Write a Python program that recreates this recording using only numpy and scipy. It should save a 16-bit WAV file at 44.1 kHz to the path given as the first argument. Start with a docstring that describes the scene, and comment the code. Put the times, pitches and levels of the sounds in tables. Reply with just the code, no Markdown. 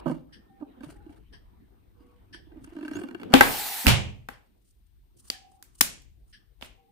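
"""A squeezed rubber balloon creaks under fingers and a plastic knife, is punctured, hisses and bursts close to a phone.
Creaks are swelling drum notes with plucked skin modes, cracks are coloured noise bursts that ring air and room,
and the leak is shaped noise. The torn rubber then snaps off the blade; hands rub the rubber as grainy noise.
Behind it a wall clock ticks by rattling its case, the room rumbles and faint fluttering tones drift in from far away."""
import sys
import numpy as np
from scipy import signal
from scipy.fft import rfft, irfft, next_fast_len
from scipy.io import wavfile
from scipy.ndimage import uniform_filter1d, map_coordinates

SR = 44100
rng = np.random.default_rng(int(sys.argv[2]) if len(sys.argv) > 2 else 0)


def dump(signal):
    """Clip the signal to [-1, 1] and save it as 16-bit WAV at the path in sys.argv[1]."""
    limited = np.clip(np.atleast_2d(signal).T, -1, 1)
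    pcm = np.round(limited * 32767).astype(np.int16)
    wavfile.write(sys.argv[1], SR, pcm)


N = 304738

# Levels are settings ahead of the trims in the functions; spectra are relative, since their noise is levelled later.

# Rumble and house drone over time: (time [s], rumble level [dB], drone level [dB])
AIR_LEVELS = [(0, -53, -44), (.25, -63, -63.5), (.75, -67, -55), (.95, -58, -56), (1.35, -56, -60),
              (1.7, -61.5, -63.5), (2.4, -58.5, -60.5), (2.7, -59.5, -53), (3.3, -68, -45.5),
              (3.6, -78, -62.5), (3.8, -66.5, -85.5), (4.3, -63, -72.5), (4.55, -64.5, -74.5),
              (4.95, -58.5, -76), (5.65, -67.5, -65.5), (6.1, -54.5, -77.5), (6.35, -65.5, -71.5),
              (6.91, -66, -70)]
# Noise spectra of rumble, drone and microphone hiss: (frequency [Hz], relative level per Hz [dB])
RUMBLE_SPECTRUM = [(12, -38.5), (20, -7), (49, 5), (113, -9), (145, -13.5), (160, -15), (210, -39.5),
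                   (350, -120)]
DRONE_SPECTRUM = [(59, -32), (100, -6.5), (145, -18.5), (194, -4.5), (230, -8), (360, -7), (590, -22),
                  (699, -17.5), (4000, -41.5), (5200, -70.5), (8800, -120)]
HISS_SPECTRUM = [(880, -34.5), (1500, -7), (1810, -5.5), (3730, -3), (7540, -13.5), (8920, -3.5),
                 (10800, -16.5), (12000, -4.5), (14900, -3), (16000, -9.5)]
# Far tones: (start [s], end [s], frequency [Hz], starting level [dB])
FAR_TONES = [(0.316, 0.585, 1816, -78.5), (0.494, 0.671, 785, -66.5), (0.95, 1.124, 824, -70),
             (1.955, 2.206, 484, -71), (2.013, 2.195, 1120, -80.5), (5.307, 5.627, 756, -65.5),
             (5.333, 5.623, 796, -68), (6.77, 6.912, 780, -75.5), (6.775, 6.91, 468, -79.5)]
TONE_FADE_DB_PER_S = 18

# Clock ticks: (time [s], level [dB])
TICKS = [(0.3275, -42.5), (1.3283, -43.5), (2.3306, -36), (4.327, -50.5), (5.3288, -41), (6.3295, -42.5)]
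# Case resonances, before the response is squared: (frequency [Hz], width [Hz], level [dB])
CLOCK_CASE = [(1725, 240, 6.5), (3140, 460, 4), (4840, 1400, 2), (5850, 1100, -1), (7760, 1300, -8.5),
              (9650, 2400, -6.5)]

# Decay and colour of the walls' answer: (frequency [Hz], t60 [s], level [dB])
WALLS = [(100, 0.59, -2), (410, 0.52, -4.5), (1390, 0.33, -3), (2500, 0.42, -2), (4200, 0.335, -1.5),
         (7300, 0.35, -1.5), (14000, 0.14, 5.5)]

# Strokes over the rubber:
# (start [s], strongest [s], end [s], scuff level [dB], swish level [dB], chatter level [dB])
STROKES = [(-.03, 0, 0.023, -43, -64.5, -80), (.04, .09, .24, -49, -66.5, -48.5),
           (0.798, 0.838, 0.92, -57, -75, -55), (.84, 0.898, 1.0, -47, -62.5, -58),
           (1.0, 1.12, 1.3, -59, -77.5, -66), (1.9, 2.01, 2.68, -69.5, -92, -75.5),
           (2.6, 2.645, 2.76, -68, -67, -81), (2.55, 2.984, 3.19, -51.5, -69, -49.5),
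           (3.12, 3.237, 3.27, -63, -78, -55), (3.28, 3.33, 3.345, -75, -79.5, -40.5),
           (4.43, 4.46, 4.56, -71.5, -86, -95), (4.55, 4.674, 4.85, -95, -74, -100),
           (4.85, 4.868, 4.89, -84, -79, -100), (5.16, 5.188, 5.25, -71, -56, -96.5),
           (5.24, 5.27, 5.33, -54, -56, -92.5), (5.4, 5.528, 5.7, -71, -76, -93.5),
           (5.7, 5.76, 5.8, -80, -68, -95), (5.777, 5.789, 5.85, -66, -51, -95),
           (6.25, 6.3, 6.35, -80, -67.5, -100), (6.589, 6.625, 6.73, -54, -63, -56)]
STROKE_FADE_DB = 30  # how far under its strongest a stroke starts and ends
# Noise spectra of the dull scuff and the bright swish: (frequency [Hz], relative level per Hz [dB])
SCUFF_SPECTRUM = [(290, -55.5), (500, -29), (661, -8), (1000, -14), (1260, -9), (2000, -18), (5000, -24),
                  (6500, -54.5), (11000, -120)]
SWISH_SPECTRUM = [(1760, -36), (3000, -7.5), (3790, -14.5), (4000, -7.5), (7430, -4.5), (9260, 3.5),
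                  (11400, -12.5), (15500, -10)]

# Air jet at the puncture: (time [s], level [dB])
LEAK_LEVELS = [(3.345, -61.5), (3.36, -40.5), (3.40, -37), (3.42, -32), (3.6, -31.5), (3.86, -34),
               (3.875, -70.5)]
# Jet noise spectrum: (frequency [Hz], relative level per Hz [dB])
JET_SPECTRUM = [(88, -70), (150, -39.5), (201, -27), (280, -18), (315, -40.5), (414, -16.5), (504, -27.5),
                (821, -2), (1060, -15), (1940, -10.5), (2140, -12.5), (4160, -11.5), (6140, -16),
                (15100, -11.5), (16000, -20.5)]
# Left-right likeness of the jet: (frequency [Hz], correlation [-1 to 1])
JET_LIKENESS = [(60, 0.52), (240, 0.4), (950, 0.35), (3770, 0.25), (15000, 0.75)]
# Fingertip squeal: (time [s], frequency [Hz], level [dB])
SQUEAL = [(2.925, 5200, -52.5), (2.94, 5970, -57), (2.96, 6670, -56), (3.0, 7900, -66), (3.03, 8700, -66),
          (3.05, 8500, -66)]

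# Slips of skin or blade on the taut rubber:
# (time [s], drum level [dB], drum note [Hz], scrape over drum [dB], left over right [dB])
CREAKS = [(0.0593, -27, 314.6, -22.5, -12), (0.061, -36, 155, -34, -16.5), (0.0666, -26, 277.4, -15, -8.5),
          (0.0794, -32, 288.6, -10.5, -17), (0.0969, -27.5, 252.6, -13.5, -2.5),
          (0.1154, -35.5, 305.7, -21.5, -21), (0.109, -37, 159.3, -33, -9), (0.1438, -46, 298, -9, -9),
          (0.601, -51.5, 232, -6, 2), (0.6104, -47, 317, -16, -13.5), (0.6228, -34.5, 291, -25, -6.5),
          (0.7722, -51.5, 249, -18.5, -2), (0.8073, -42, 250, -7, -1.5), (0.8339, -42.5, 290, -5, -14),
          (0.86, -49, 147.4, -10.5, 3), (0.8858, -48, 315, -11, 8), (1.0645, -43.5, 318, -16, -5),
          (1.0944, -45, 298, -12, -1.5), (2.005, -55.5, 295, -10, -6), (2.3449, -51.5, 331, 8, -9.5),
          (2.4686, -54, 310, -24, -6), (2.5198, -49, 318, -8.5, -3), (2.5591, -46.5, 298, -24, -5),
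          (2.5712, -43, 294, -17, -4.5), (2.6441, -53, 257, 8.5, 0.5), (2.6741, -47.5, 305, -6, -7),
          (2.7225, -45.5, 334, -14, -5.5), (2.7518, -44, 323, -18.5, -2.5), (2.7663, -35, 301, -6.5, -2.5),
          (2.7865, -37, 299, -9.5, -4), (2.811, -38, 288.5, -4.5, -3), (2.829, -34.5, 326, -6.5, -1.5),
          (2.8504, -34.5, 293, -3, -1.5), (2.8809, -37.5, 295, 4, 0), (2.9126, -32.5, 293, -5, -1.5),
          (2.9351, -45.5, 310, 5, -7.5), (2.9554, -33, 331, -2, 2.5), (2.9686, -34.5, 307, -0.5, -11),
          (2.9894, -35, 326, -7, -1.5), (3.015, -35, 355, -5.5, 3), (3.0363, -35.5, 277, -2, -8.5),
          (3.0449, -39.5, 256, -11.5, 11), (3.0868, -42, 339.6, 4, -3.5), (3.1105, -45, 249, 5, -5),
          (3.1478, -36.5, 339, 1, 9), (3.1989, -43.5, 272, 1.5, -3.5), (3.2154, -42.5, 253, 2, -3.5),
          (3.306, -35.5, 240, -14.5, -3.5), (3.846, -32.5, 242.6, -20, 2)]
# How the grip colours the slips: (time [s], overtones over drum [dB], treble over scrape [dB])
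GRIP = [(.05, -1, -5.5), (.62, -5, -21.5), (.87, -5, -3.5), (1.1, -16, -7), (2.3, -12, -7),
        (2.8, -9.5, -21.5), (2.93, -11.5, -7.5), (3.03, -6.5, -8), (3.1, -9, -14.5), (3.22, -6, -20.5)]
# Overtones of the drum note: (frequency [multiple of the note], level [dB])
OVERTONES = [(2.049, -4), (3.099, -8.5), (4.099, -11.5)]
# Upper modes of the balloon skin, nominal: (frequency [Hz], t60 [s], level [dB])
SKIN_MODES = [(950, .03, -9), (1250, .03, -8), (1540, .03, 0), (1720, .03, -7), (2300, .025, -7),
              (2800, .025, -4), (3350, .02, -10), (4400, .015, -12)]
SWELL_CYCLES = 2.2  # rise of a slip's drum note, in cycles

# Sharp cracks of rubber: (time [s], level [dB], body [dB], treble [dB], t60 [s], left over right [dB],
# room [dB], ring level [dB], ring tilt [dB/octave], ring length [0 to 1], boom level [dB])
SNAPS = [(3.2326, -41, -0.5, -16.5, .014, 0, -8.5, -60.5, 0, .5, -71.5),
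         (3.3315, -43.5, 7, -6, .02, -4, -7, -30, 7.5, .5, -60.5),
         (3.3381, -8, -2, -12, .02, 7, -6.5, -2.5, 0, .95, -25),
         (3.4085, -14, 4, -7.5, .021, -3, -6, -17, 10, .75, -49.5),
         (3.86, -40.5, 8, -4.5, .02, -1, -6, -23.5, 1.5, .3, -30.5),
         (3.8673, -9, -5, -7.5, .0091, -12.5, 3, -14.5, -2, 0.7, 1),
         (4.2867, -43, 4.5, -6.5, .018, 5, -5.5, -34.5, 7, 0.32, -63),
         (5.3008, -27, -10, -3, .018, 1.5, -10.5, -45, -4.5, 0.6, -47),
         (5.6256, -54, -3, 7, .016, -2.5, -7.5, -59, -1, .4, -75.5),
         (5.8094, -21, -4.5, 9.5, .014, 5.5, -10.5, -39, -2, .3, -34),
         (5.812, -14.5, -8, 0, .017, 2.5, -14, -15.5, -4.5, 0.18, -51.5),
         (6.0203, -67.5, -12, 9.5, .013, -4, -17.5, -88, 0, .3, -85),
         (6.6118, -49.5, -4, -8.5, .013, 8, 9, -71, 4, 0.4, -74.5),
         (6.6248, -30, -5.5, -20, .012, -1.5, -15, -33.5, -19, 0.19, -64.5),
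         (6.6465, -59, 2, 2, .014, -7, -11, -70, -1.5, .3, -80)]
# Colour of a crack: (frequency [Hz], level [dB], share of body [ratio], share of treble [ratio])
CRACK_COLOUR = [(250, -0.5, 0.58, 0), (900, 5, 1.35, 0), (1720, 6.5, 1.3, 0.5), (3000, 0, 0, 0),
                (5860, -4, 0, 0.99), (11000, -4, 0.5, 1.24)]
# Air inside the balloons, lowest mode first, before each crack's ring length:
# (frequency [Hz], level [dB], t60 [s])
HOLLOW_MODES = [(262.9, 1, 0.12), (350, -8.5, .1), (494, -7.5, .11), (627, -16.5, .05), (812, -6.5, 0.1),
                (1336, -14, 0.037), (1560, -8.5, 0.041), (1975, -18.5, .05)]
# Low modes of the room: (frequency [Hz], level [dB], t60 [s])
ROOM_MODES = [(67, 1, 0.077), (110.4, -19, 0.64), (135.5, -18, 0.41), (163.7, -18.5, 0.24), (198, -13, .17)]
# The blade flicking free: (frequency [Hz], level [dB], t60 [s])
BLADE_TONE = (4720, -14.5, 0.012)
BLADE_S, BOOM_DELAY_S = 5.301, -.001

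TREBLE_FADE_FROM_HZ = 15200


def amp(db):
    """Gain for a level in dB."""
    return 10 ** (np.asarray(db) / 20)


def unit(x):
    """Levels x to an rms of 1."""
    return x / np.sqrt(np.mean(x ** 2) + 1e-20)


def along(points, hz):
    """Reads (frequency, value) points on a log frequency axis."""
    f, v = np.transpose(points)
    return np.interp(np.log(hz + 1), np.log(f + 1), v)


def curves(rows):
    """One value per sample for each column after the time."""
    s, *cols = np.transpose(rows)
    return [np.interp(np.arange(N) / SR, s, c) for c in cols]


def gated(rows):
    """A soft-edged gate, open between the first and last time of a table."""
    t = np.arange(N) / SR
    is_open = (t > rows[0][0]) & (t < rows[-1][0])
    return uniform_filter1d(1. * is_open, size=600)


def wobble(rate):
    """A smooth random curve, rate knots a second."""
    knots = rng.standard_normal(int(N * rate / SR) + 4)
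    return map_coordinates(knots, [np.arange(N) * rate / SR])


def filtered(x, response):
    """Filters x by a complex response of frequency."""
    m = next_fast_len(x.shape[-1] + 4096)
    spectrum = rfft(x, m) * response(np.fft.rfftfreq(m, 1 / SR))
    return irfft(spectrum, m)[..., :x.shape[-1]]


def resonances(peaks, order=1):
    """Causal response of (Hz, width, dB) modes of alternating sign; order 2 squares it and darkens the valleys."""
    def response(f):
        modes = [amp(db) * 1j * f * w / (c * c - f * f + 1j * f * w) for c, w, db in peaks]
        return sum((-1) ** k * mode for k, mode in enumerate(modes)) ** order
    return response


def rush(spectrum, alike, patchy_db):
    """Stereo noise of rms 1 with patches of random gain over time and frequency."""
    z = signal.stft(rng.standard_normal((2, N)), nperseg=512)[2]
    field = uniform_filter1d(rng.standard_normal(z.shape[1:]), size=6, axis=0)
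    field = uniform_filter1d(field, size=10, axis=1)
    pair = signal.istft(z * amp(patchy_db * unit(field)), nperseg=512)[1][:, :N]

    def mid_side(hz):
        # the balance of mid and side sets the left-right correlation
        turn = np.arccos(np.clip(along(alike, hz), -1, 1)) / 2
        return amp(along(spectrum, hz)) * [np.cos(turn), np.sin(turn)]
    mid, side = filtered(pair, mid_side)
    return unit(np.array([mid + side, mid - side]))


def add(out, s, sound, pan_db, room_db, lag=0.00021, colour=None):
    """Places a near sound, later at the left port for a positive lag, and the walls' answer, swelling after a gap.
    With a colour the walls answer a smooth click of that colour."""
    hz, t, z = signal.stft(rng.standard_normal((2, SR // 2)), SR, nperseg=256)
    walls = np.array(WALLS)
    t60 = along(walls[:, :2], hz)[:, None]
    wall_db = along(walls[:, ::2], hz)[:, None]
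    swell = np.clip((t - .005) / 0.011, 0, 1)
    tail = signal.istft(z * swell * amp(wall_db - 60 * t / t60), SR, nperseg=256)[1]
    tail = amp(room_db) * tail / np.linalg.norm(tail[0])
    sound = sound * amp([[pan_db / 2], [-pan_db / 2]])
    if colour:
        level = np.linalg.norm(tail) * np.linalg.norm(sound) / np.sqrt(4 * tail.shape[1])
        both = unit(filtered(tail, colour)) * level
    else:
        both = signal.fftconvolve(sound.mean(axis=0)[None], tail, axes=1)
    both[:, :sound.shape[1]] += sound
    for port, row, delay in zip(out, both, (lag / 2, -lag / 2)):
        k = round((s + delay) * SR)
        port[k:k + len(row)] += row[:N - k]


def air():
    """Lumpy rumble at the ports, the drone of the house and the microphone's own hiss, all shaped noise."""
    rumble_db, drone_db = curves(AIR_LEVELS)
    left_louder = amp([[2.5], [-2.5]])
    lumps = amp(3 * np.array([wobble(5.8), wobble(9)]) + 2.5 * wobble(4))
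    rumble = unit(lumps * rush(RUMBLE_SPECTRUM, [(60, 0.37)], patchy_db=-0.5))
    rumble = amp(rumble_db + 2.5) * left_louder * rumble
    drone = rush(DRONE_SPECTRUM, [(130, .5), (600, -0.47), (3000, .2)], patchy_db=4.5)
    drone = amp(drone_db + 1.3 * wobble(7)) * drone
    hiss = amp(-79) * left_louder * rush(HISS_SPECTRUM, [(3000, .05)], patchy_db=0.0)
    return rumble + drone + hiss


def tones():
    """Far tones made fuzzy by random flutter in level and waver in phase, different at each port."""
    out, t = np.zeros((2, N)), np.arange(N) / SR
    for s0, s1, hz, db in FAR_TONES:
        on = np.clip(np.minimum(t - s0, s1 - t) / 0.01, 0, 1)
        fade_db = TONE_FADE_DB_PER_S * (t - s0) * on
        for port in out:
            flutter_db, waver = 3.5 * wobble(40), 1.1 * wobble(45)
            port += on * amp(db + 7.5 + flutter_db - fade_db) * np.sin(2 * np.pi * hz * t + waver)
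    return out


def clock():
    """Each tick of the movement is a short noise rattle that rings the case and the walls."""
    out, t = np.zeros((2, N)), np.arange(SR // 8) / SR
    case = resonances(CLOCK_CASE, order=2)
    for s, db in TICKS:
        rattle = rng.standard_normal((2, len(t))) * t / .007 * np.exp(-t / 0.014)
        tick = amp(db - 17.5) * unit(filtered(rattle, case))
        add(out, s - .005, tick, pan_db=3.0, room_db=-6.5, colour=case)
    return out


def strokes():
    """Gains of scuff, swish and chatter: each stroke rises to its strongest moment and fades."""
    t, out = np.arange(N) / SR, np.zeros((3, N))
    for s0, s1, s2, *dbs in STROKES:
        shape_db = np.interp(t, np.sort([s0, s1, s2]), [-STROKE_FADE_DB, 0, -STROKE_FADE_DB], -200, -200)
        out += amp(dbs)[:, None] * amp(shape_db)
    return out


def rubbing():
    """Hands slide over rubber: grainy noise, a dull scuff and a bright swish."""
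    scuff = rush(SCUFF_SPECTRUM, [(1000, 0.22)], patchy_db=6.5)
    swish = rush(SWISH_SPECTRUM, [(5000, 0.12)], patchy_db=0.5)
    dull, bright, _ = strokes()
    grain = amp(5 * wobble(110))
    return grain * (amp(-7.0) * dull * scuff + amp(3.0) * bright * swish)


def chatter():
    """Tiny slips of scattered size ring the skin modes and one broad mode below them."""
    # about 300 slips a second are common to both ports, and as many again are each port's own
    common = (rng.random(N) < 300 / SR) * rng.standard_normal(N) * [[1], [1]]
    own = (rng.random((2, N)) < 300 / SR) * rng.standard_normal((2, N))
    body = resonances([(580, 380, 1.7)] + [(f, 3.2 / t60, db) for f, t60, db in SKIN_MODES])
    return strokes()[2] * unit(filtered(common + own, body))


def leak():
    """Air jets through the puncture as noise coloured by the cavity; before it a fingertip squeals upward."""
    jet_gain = amp(curves(LEAK_LEVELS)[0] + 0.65 * wobble(30)) * gated(LEAK_LEVELS)
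    jet = jet_gain * rush(JET_SPECTRUM, JET_LIKENESS, patchy_db=1.5)
    hz, db = curves(SQUEAL)
    squeal_gain = gated(SQUEAL) * amp(db - 0.5 + 4 * wobble(90))
    cycles = np.cumsum(hz * (1 + 0.0064 * wobble(450))) / SR
    return jet + squeal_gain * np.sin(2 * np.pi * cycles)


def creaks():
    """Each slip swells the balloon's drum note and its overtones, and plucks the upper modes."""
    out, t = np.zeros((2, N)), np.arange(SR // 8) / SR
    grip_s, overs_db, trebles_db = np.transpose(GRIP)
    for s, drum_db, hz, bright_db, pan_db in CREAKS:
        scrape_db = drum_db + bright_db
        u = t * hz / SWELL_CYCLES  # the drum note peaks at u = 1
        drum = amp(drum_db + 4.5) * (u * np.exp(1 - u)) ** 2 * np.sin(2 * np.pi * hz * t)

        over = sum(amp(db + rng.normal(0, 1.0)) * np.sin(2 * np.pi * (k * hz * t + rng.random()))
                   for k, db in OVERTONES)
        over_swell = (1.19 * u * np.exp(1 - 1.267 * u)) ** 2
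        over = amp(drum_db + np.interp(s, grip_s, overs_db)) * over_swell * over

        # every slip finds the modes at new strengths, a little detuned, in another phase at each port
        pluck = 0
        for f, t60, db in SKIN_MODES:
            decay = amp(db + rng.normal(0, 3) - 60 * t / t60)
            detuned_hz = f * rng.normal(1, .025)
            pluck = pluck + decay * np.sin(2 * np.pi * detuned_hz * t + rng.normal(0, .9, (2, 1)))
        scrape = amp(scrape_db + 4.0) * pluck * (1 - np.exp(-t / 0.0033))

        # the slip itself is a brief hiss
        burst = rng.standard_normal((2, len(t))) * 2.5 * u * np.exp(-3.5 * u)
        treble_gain = amp(scrape_db + np.interp(s, grip_s, trebles_db))
        treble, middle = resonances([(7000, 8000, 0)]), resonances([(2200, 2500, 0)])
        hiss = filtered(burst, lambda f: treble_gain * treble(f) + amp(scrape_db - 1.0) * middle(f))
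        add(out, s - .0015, drum + over + scrape + hiss, pan_db, room_db=-12)
    return out


def ring(hz, db, t60, rough):
    """A damped tone whose phase wanders more and more."""
    t = np.arange(SR // 2) / SR
    drift = np.cumsum(rng.standard_normal(len(t))) * rough * np.minimum(t / 0.079, 1)
    envelope = amp(db - 60 * t / t60) * (1 - np.exp(-t * hz * 1.5))
    return -np.sin(2 * np.pi * hz * t + drift) * envelope


def rings():
    """Every crack rings the balloons' air, stronger at the left port, and the room's low modes, stronger at the
    right; the blade rings once."""
    out = np.zeros((2, N))
    air_rough, solid_rough = .022, .035  # phase wander [rad a sample, once grown]
    lowest_hz = HOLLOW_MODES[0][0]
    for s, *_, ring_db, tilt_db, length, boom_db in SNAPS:
        hollow = sum(ring(hz, ring_db + db + tilt_db * np.log2(hz / lowest_hz), length * t60, air_rough)
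                     for hz, db, t60 in HOLLOW_MODES)
        add(out, s + 0.0013, hollow, pan_db=6.0, room_db=-12, lag=.0008)
        boom = sum(ring(hz, boom_db + db, t60, solid_rough) for hz, db, t60 in ROOM_MODES)
        add(out, s + BOOM_DELAY_S, boom, pan_db=-5, room_db=-10.0, lag=-.0015)
    blade_colour = resonances([(BLADE_TONE[0], 900, 0)])
    add(out, BLADE_S, ring(*BLADE_TONE, solid_rough), pan_db=3.0, room_db=-15, colour=blade_colour)
    return out


def snaps():
    """Milliseconds of noise, coloured by how the rubber lets go; the ports share part of it."""
    out, t = np.zeros((2, N)), np.arange(SR // 16) / SR
    late = np.maximum(t - .002, 0)  # the burst starts 2 ms in
    for s, db, body_db, treble_db, t60, pan_db, room_db, *_ in SNAPS:
        points = [(hz, db + tint_db + low * body_db + high * treble_db)
                  for hz, tint_db, low, high in CRACK_COLOUR]
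        colour = lambda hz: amp(along(points, hz) + 12.0)
        noise = rng.standard_normal((3, len(t)))
        envelope = np.minimum(late / 0.00033, 1) * amp(-60 * late / max(t60, .002))
        burst = (0.73 * noise[0] + 1.4 * noise[1:]) * envelope
        add(out, s - .002, filtered(burst, colour), pan_db, room_db, lag=.00025, colour=colour)
    return out


def scene():
    """Sums the layers, from the background to the balloon."""
    background = air() + tones() + clock()
    handling = rubbing() + chatter()
    return background + handling + leak() + creaks() + rings() + snaps()


def record(dry):
    """The loudest peaks flatten softly near full scale; the top treble fades to nothing within 900 Hz."""
    x = dry / (1 + np.abs(dry / 1.05) ** 6) ** (1 / 6)
    return filtered(x, lambda hz: np.cos(np.pi / 2 * np.clip((hz - TREBLE_FADE_FROM_HZ) / 900, 0, 1)) ** 4)


dry = scene()
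out = record(dry)
dump(out)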